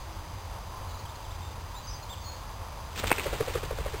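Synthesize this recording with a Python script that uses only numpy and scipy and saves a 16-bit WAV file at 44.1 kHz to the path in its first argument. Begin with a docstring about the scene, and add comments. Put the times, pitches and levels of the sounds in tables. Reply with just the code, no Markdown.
"""A game bird flushed from grass.

Wind rumbles over a quiet field, a far road murmurs and a small songbird whistles. Near three seconds
a game bird breaks out of the grass: its first strokes slap the stems, then it whirrs away at thirteen
wingbeats a second, each a thump and a swish of displaced air. A small camera with a low sample rate
adds a faint whine, a steady hiss and a gritty top."""
import sys
import numpy as np
from scipy import signal
from scipy.fft import rfft, irfft
from scipy.io import wavfile

SR = 44100
rng = np.random.default_rng(int(sys.argv[2]) if len(sys.argv) > 2 else 0)


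def transcribe(signal):
    """Save signal, clipped to [-1, 1], as a 16-bit WAV file at the path in sys.argv[1]."""
    frames = np.atleast_2d(signal).T
    limited = np.clip(frames, -1, 1)
    pcm = np.round(limited * 32767).astype(np.int16)
    wavfile.write(sys.argv[1], SR, pcm)


N = 176400
T = np.arange(N) / SR

# Spectra of the background noises. Each row: frequency in Hz, relative spectral density in dB.
WIND_SPECTRUM = [(15, -10), (28, -13.5), (45, 3), (65, -3), (88, 3.5), (115, -7), (160, -15), (250, -24.5),
                 (500, -31)]
ROAD_SPECTRUM = [(200, -16.5), (350, -15.5), (550, -5.5), (750, -5), (900, 0), (1020, 0), (1250, -7.5),
                 (1700, -19), (3000, -54)]
HISS_SPECTRUM = [(300, 1), (1400, -.5), (2000, -4), (2800, -5.5), (4000, -7.5), (5500, -11)]
# Loudness of the far road. Each row: time in seconds, level in dB.
ROAD_LEVELS = [(0, -46.5), (.45, -47), (.58, -44), (.66, -47.5), (.78, -44), (.95, -46), (1.4, -47.5),
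               (2.0, -47), (2.5, -46), (3.0, -47), (4.0, -46)]
# Faint far tones and the songbird's notes. Each row: start in seconds, length in seconds,
# first, middle and last pitch in Hz, level in dB.
FAR_NOTES = [(.03, .23, 335, 322, 300, -54), (.54, .06, 950, 915, 880, -46),
             (.71, .13, 1010, 1035, 990, -47)]
SONG_NOTES = [(.885, 0.017, 4000, 4330, 4660, -48.5), (.9, 0.023, 3914, 3970, 3840, -49.5),
              (.942, .02, 4420, 4050, 3850, -48.5), (.99, 0.019, 4074, 4460, 4940, -47),
              (1.053, 0.017, 3500, 3165, 2970, -48), (1.085, .024, 4235, 3600, 3310, -50.5),
              (1.152, 0.013, 4070, 4220, 4330, -47), (1.238, 0.0268, 4125, 3450, 3000, -50.5),
              (1.304, .02, 3310, 3650, 4280, -49), (1.415, 0.083, 3640, 3630, 3640, -48.5),
              (1.745, 0.058, 3410, 3900, 4057, -44), (1.835, 0.031, 4690, 4640, 4550, -47),
              (1.865, 0.046, 5500, 4780, 5575, -41.5), (1.905, 0.0219, 5375, 5150, 5510, -39.5),
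              (1.924, .048, 5300, 4900, 4530, -42), (2.024, 0.019, 4420, 4200, 4200, -47),
              (2.09, 0.058, 3120, 3625, 2690, -42.5), (2.208, 0.026, 4550, 4690, 4480, -49),
              (2.235, 0.096, 4420, 4297, 4270, -43), (2.335, 0.022, 4150, 4380, 4500, -49)]

# The body pushes through grass. Each row: peak time in seconds, level in dB, rise and fall in seconds.
GRASS_BRUSHES = [(2.96, -40.5, 0.0051, 0.014), (2.977, -33.5, .0005, 0.00087), (2.993, -32, 0.013, 0.014),
                 (3.072, -27.5, 0.0031, 0.014), (3.096, -32, 0.00072, 0.0024),
                 (3.1153, -15, 0.00072, 0.00055), (3.139, -39, .001, 0.0024), (3.162, -36.5, .001, .003),
                 (3.237, -37.5, 0.0035, 0.016), (3.541, -35, .005, 0.0038)]
# Rustle of stems and feathers. Each row: time in seconds, level in dB.
RUSTLE_LEVELS = [(2.9, -55.5), (2.97, -46), (3.03, -41.5), (3.1, -39.5), (3.2, -38.5), (3.3, -40),
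                 (3.45, -41), (3.58, -41.5), (3.63, -46.5), (3.85, -45), (4.0, -43.5)]
# Spectra of brushing and rustling. Each row: frequency in Hz, relative spectral density in dB.
BRUSH_SPECTRUM = [(200, 2), (600, -10), (1200, -5.5), (2200, -3.5), (3400, -1), (4400, -7), (5500, -7)]
RUSTLE_SPECTRUM = [(150, -2.5), (400, 1.5), (800, 4.5), (1400, 0.5), (2400, 0.5), (3600, -1), (5500, -7.5)]

# Wings strike stems. Each row: start in seconds, strength of the dull smack and the bright crack in dB.
STEM_SLAPS = [(3.042, -16, -36), (3.1046, -20.5, -20), (3.115, -12.5, -34), (3.1162, -3.5, -18),
              (3.1176, -25.5, -15.5), (3.127, -25, -15), (3.1826, -21, -20), (3.1963, -39, -19.5),
              (3.1981, -21, -28), (3.2058, -24, -33)]
# Resonances of a slap. Each row: frequency in Hz, gain in dB, time to decay by 60 dB in seconds.
SMACK_MODES = [(400, -21, 0.017), (870, -10, 0.0056), (1250, -1, 0.0036), (1860, -7, 0.0014)]
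CRACK_MODES = [(2280, -9, 0.013), (2550, -1, 0.017)]

# Downstrokes. Each row: peak time in seconds, thump level in dB, thump pitch in Hz,
# thump fall time in seconds, feather swish level in dB.
DOWNSTROKES = [(3.038, -24.5, 588, 0.0029, -37.5), (3.113, -26, 483, 0.0098, -35.5),
               (3.187, -31, 450, 0.0037, -35), (3.264, -24.5, 555, 0.0081, -36),
               (3.3337, -24.5, 556, .0065, -36), (3.409, -18, 430, 0.005, -38),
               (3.483, -28.5, 492, 0.0084, -39), (3.556, -20, 493, 0.0057, -36.5),
               (3.635, -28.5, 430, 0.0038, -37), (3.7097, -22, 555, 0.0031, -42),
               (3.7868, -25, 585, .003, -42), (3.8625, -26.5, 550, 0.0043, -40),
               (3.941, -32, 440, .006, -41)]
# Spectra of the feather swish, the rush of air in the thump and the low push of shoved air.
# Each row: frequency in Hz, relative spectral density in dB.
SWISH_SPECTRUM = [(220, 1.5), (380, 3.5), (700, -1.5), (1200, -2.5), (1900, -1), (2600, -4), (3800, -8),
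                  (5500, -12)]
RUSH_SPECTRUM = [(200, -15), (340, -6.5), (450, 6), (620, -8.5), (850, -23.5), (1200, -7), (1600, -14.5)]
PUSH_SPECTRUM = [(25, -3), (45, 3), (90, -1), (130, -6), (180, -15), (250, -36)]


def from_db(db):
    """Amplitude grows tenfold for every 20 dB."""
    return 10 ** (np.asarray(db) / 20)


def level_curve(levels):
    """Gain that moves linearly in decibels between timed levels."""
    return from_db(np.interp(T, *np.transpose(levels)))


def unit_rms(x):
    """Normalisation to unit mean power."""
    return x / np.sqrt(np.mean(x ** 2) + 1e-20)


def filtered(x, kind, hz, order=2):
    """A maximally flat filter passes the "low" or the "high" side of hz."""
    return signal.sosfilt(signal.butter(order, hz, kind, fs=SR, output="sos"), x)


def coloured(x, spectrum):
    """Spectral shaping to unit rms, falling 12 dB an octave above the last point."""
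    hz = np.maximum(np.arange(N // 2 + 1) * SR / N, 1)
    points, db = np.transpose(spectrum)
    gain = from_db(np.interp(np.log(hz), np.log(points), db)) / np.maximum(hz / points[-1], 1) ** 2
    return unit_rms(irfft(rfft(x) * gain, N))


def noise(spectrum):
    """White noise takes on the spectrum of its filter."""
    return coloured(rng.standard_normal(N), spectrum)


def drift(rate_hz):
    """Low-passed noise wanders at random with unit rms."""
    hz = np.arange(N // 2 + 1) * SR / N
    return unit_rms(irfft(rfft(rng.standard_normal(N)) / (1 + (hz / rate_hz) ** 2), N))


def swell(peak_s, rise_s, fall_s):
    """A hyperbolic secant envelope: a rounded peak with exponential flanks."""
    t = T - peak_s
    distance = np.abs(t) / np.where(t < 0, rise_s, fall_s)
    return 1 / np.cosh(np.minimum(distance * np.pi / 2, 20))


def whistles(notes):
    """Frequency modulation: each nearly pure note glides through three pitches, wavering slightly."""
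    out = np.zeros(N)
    waver = 1 + .004 * drift(89)
    for start, length, first, middle, last, db in notes:
        progress = np.linspace(0, 1, int(length * SR))
        span = slice(int(start * SR), int(start * SR) + len(progress))
        glide = np.polyfit([0, .5, 1], [first, middle, last], 2)
        hz = np.polyval(glide, progress) * waver[span]
        envelope = np.sqrt(np.abs(np.sin(np.pi * progress)))
        out[span] += from_db(db) * envelope * np.sin(2 * np.pi * np.cumsum(hz) / SR)
    return out * from_db(1.5 * drift(44))  # the level flickers


def field():
    """Superposition of wind rumble, the wash of a far road, a light hiss and a few faint far tones."""
    wind = from_db(-41 + .5 * drift(12)) * noise(WIND_SPECTRUM)
    road = level_curve(ROAD_LEVELS) * from_db(.5 * drift(7.3)) * noise(ROAD_SPECTRUM)
    hiss = from_db(-55.3) * noise(HISS_SPECTRUM)
    return wind + road + hiss + whistles(FAR_NOTES)


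def songbird(echo_db=-6, echo_rise_s=.02, echo_t60_s=.75):
    """Diffuse reflection from the hedges trails a far song with a thin echo."""
    song = whistles(SONG_NOTES)
    t = T[:SR]
    envelope = from_db(-60 * t / echo_t60_s) * np.minimum(t / echo_rise_s, 1)
    reflections = rng.standard_normal(SR) * envelope
    echo = signal.fftconvolve(song, reflections / np.linalg.norm(reflections))[:N]
    return song + from_db(echo_db) * echo


def stem_ticks(spectrum, ticks_per_s=3500, spread_db=1.5):
    """Shot noise: dry stems tick densely, at random times and with uneven strength."""
    sizes = from_db(spread_db * np.minimum(rng.exponential(1, N), 4))
    signs = rng.choice([-1, 1], N)
    ticking = rng.random(N) < ticks_per_s / SR
    return coloured(sizes * signs * ticking, spectrum)


def grass():
    """Many small contacts merge into noise as stems are brushed aside and rustle under the rising bird."""
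    brushes = sum(from_db(db) * swell(peak, rise, fall) for peak, db, rise, fall in GRASS_BRUSHES)
    brushing = brushes * stem_ticks(BRUSH_SPECTRUM)
    rustle = level_curve(RUSTLE_LEVELS) * stem_ticks(RUSTLE_SPECTRUM)
    return brushing + rustle


def ring(impulses, modes):
    """Impulses excite resonant modes, each an exponentially damped sinusoid."""
    out = np.zeros(N)
    for hz, db, t60 in modes:
        radius = from_db(-60 / (t60 * SR))
        angle = 2 * np.pi * hz / SR
        feedback = [1, -2 * radius * np.cos(angle), radius ** 2]
        out += from_db(db) * signal.lfilter([0, np.sin(angle)], feedback, impulses + 1e-18)
    return out


def contacts(starts, levels_db, scatter_db=-28, scatter_s=.004):
    """Each impact is an impulse followed by a decaying scatter of smaller contacts."""
    impulses = np.zeros(N)
    t = T[:SR // 20]
    for start, db in zip(starts, levels_db):
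        contact = from_db(scatter_db) * rng.standard_normal(len(t)) * np.exp(-t / scatter_s)
        contact[0] = -1
        onset = int(start * SR)
        impulses[onset:onset + len(t)] += from_db(db) * contact
    return impulses


def wing_slaps():
    """Impact excitation: wings striking stems ring a dull smack and a bright crack."""
    starts, smack_db, crack_db = np.transpose(STEM_SLAPS)
    smack = ring(contacts(starts, smack_db), SMACK_MODES)
    crack = ring(contacts(starts, crack_db), CRACK_MODES)
    slaps = filtered(smack - crack, "high", hz=214)
    return filtered(slaps, "low", hz=5000)


def wingbeats(roughness=.29, sag_per_s=8, push_s=.026, flick_s=.0055, flick_lag_s=.02, wake_s=.02):
    """Displaced air radiates sound: each stroke gives a falling thump, a rush, a low push and a swish."""
    thumps, swish, rush, push = np.zeros((4, N))
    flutter = 1 + roughness * drift(100)
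    phase_wobble = 2 * roughness * drift(100)
    mean_db = np.mean(DOWNSTROKES, axis=0)[1]
    for peak, db, hz, fall, swish_db in DOWNSTROKES:
        sagging_hz = hz * np.exp(-sag_per_s * np.clip(T - peak, -.04, .04))
        phase = 2 * np.pi * np.cumsum(sagging_hz) / SR
        envelope = from_db(db) * swell(peak, .72 * fall, fall)
        thumps += envelope * flutter * np.sin(phase - phase[int(peak * SR)] + phase_wobble)
        push_db = -36.5 + .54 * (db - mean_db)  # a harder stroke shoves more air
        push += from_db(push_db) * swell(peak + push_s / 2, push_s, push_s)
        flick = swell(peak + flick_lag_s, flick_s, flick_s)  # the wing turns at the end of the stroke
        swish += from_db(swish_db) * (swell(peak, rise_s=.0073, fall_s=.0096) + from_db(-2.5) * flick)
        wake = from_db(db - 27) * swell(peak, fall, wake_s)  # eddies die away behind the stroke
        rush += from_db(-10) * envelope + from_db((db + mean_db) / 2 - 16.5) * flick + wake
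    strokes = thumps + swish * noise(SWISH_SPECTRUM) + rush * noise(RUSH_SPECTRUM)
    return filtered(strokes, "high", hz=270, order=6) + push * noise(PUSH_SPECTRUM)


def scene():
    """Sound pressures add: the fleeing bird, the songbird and the open field share one channel."""
    return (wingbeats() + wing_slaps() + grass() + songbird() + field())[None]


def record(dry, whine_hz=4801, whine_db=-56.5, step=1 / 128, hold_samples=4, cutoff_hz=15750):
    """The camera whines faintly; quantisation adds hiss, and sample-and-hold images add gritty treble."""
    band_limited = filtered(dry, "low", hz=SR / hold_samples / 2, order=10)
    whine = from_db(whine_db) * np.sin(2 * np.pi * whine_hz * T)
    quantised = step * np.round((band_limited + whine) / step)
    held = np.repeat(quantised[:, ::hold_samples], hold_samples, axis=1)[:, :N]
    return signal.sosfilt(signal.ellip(12, .1, 80, cutoff_hz, fs=SR, output="sos"), held)


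dry = scene()
out = record(dry)
transcribe(out)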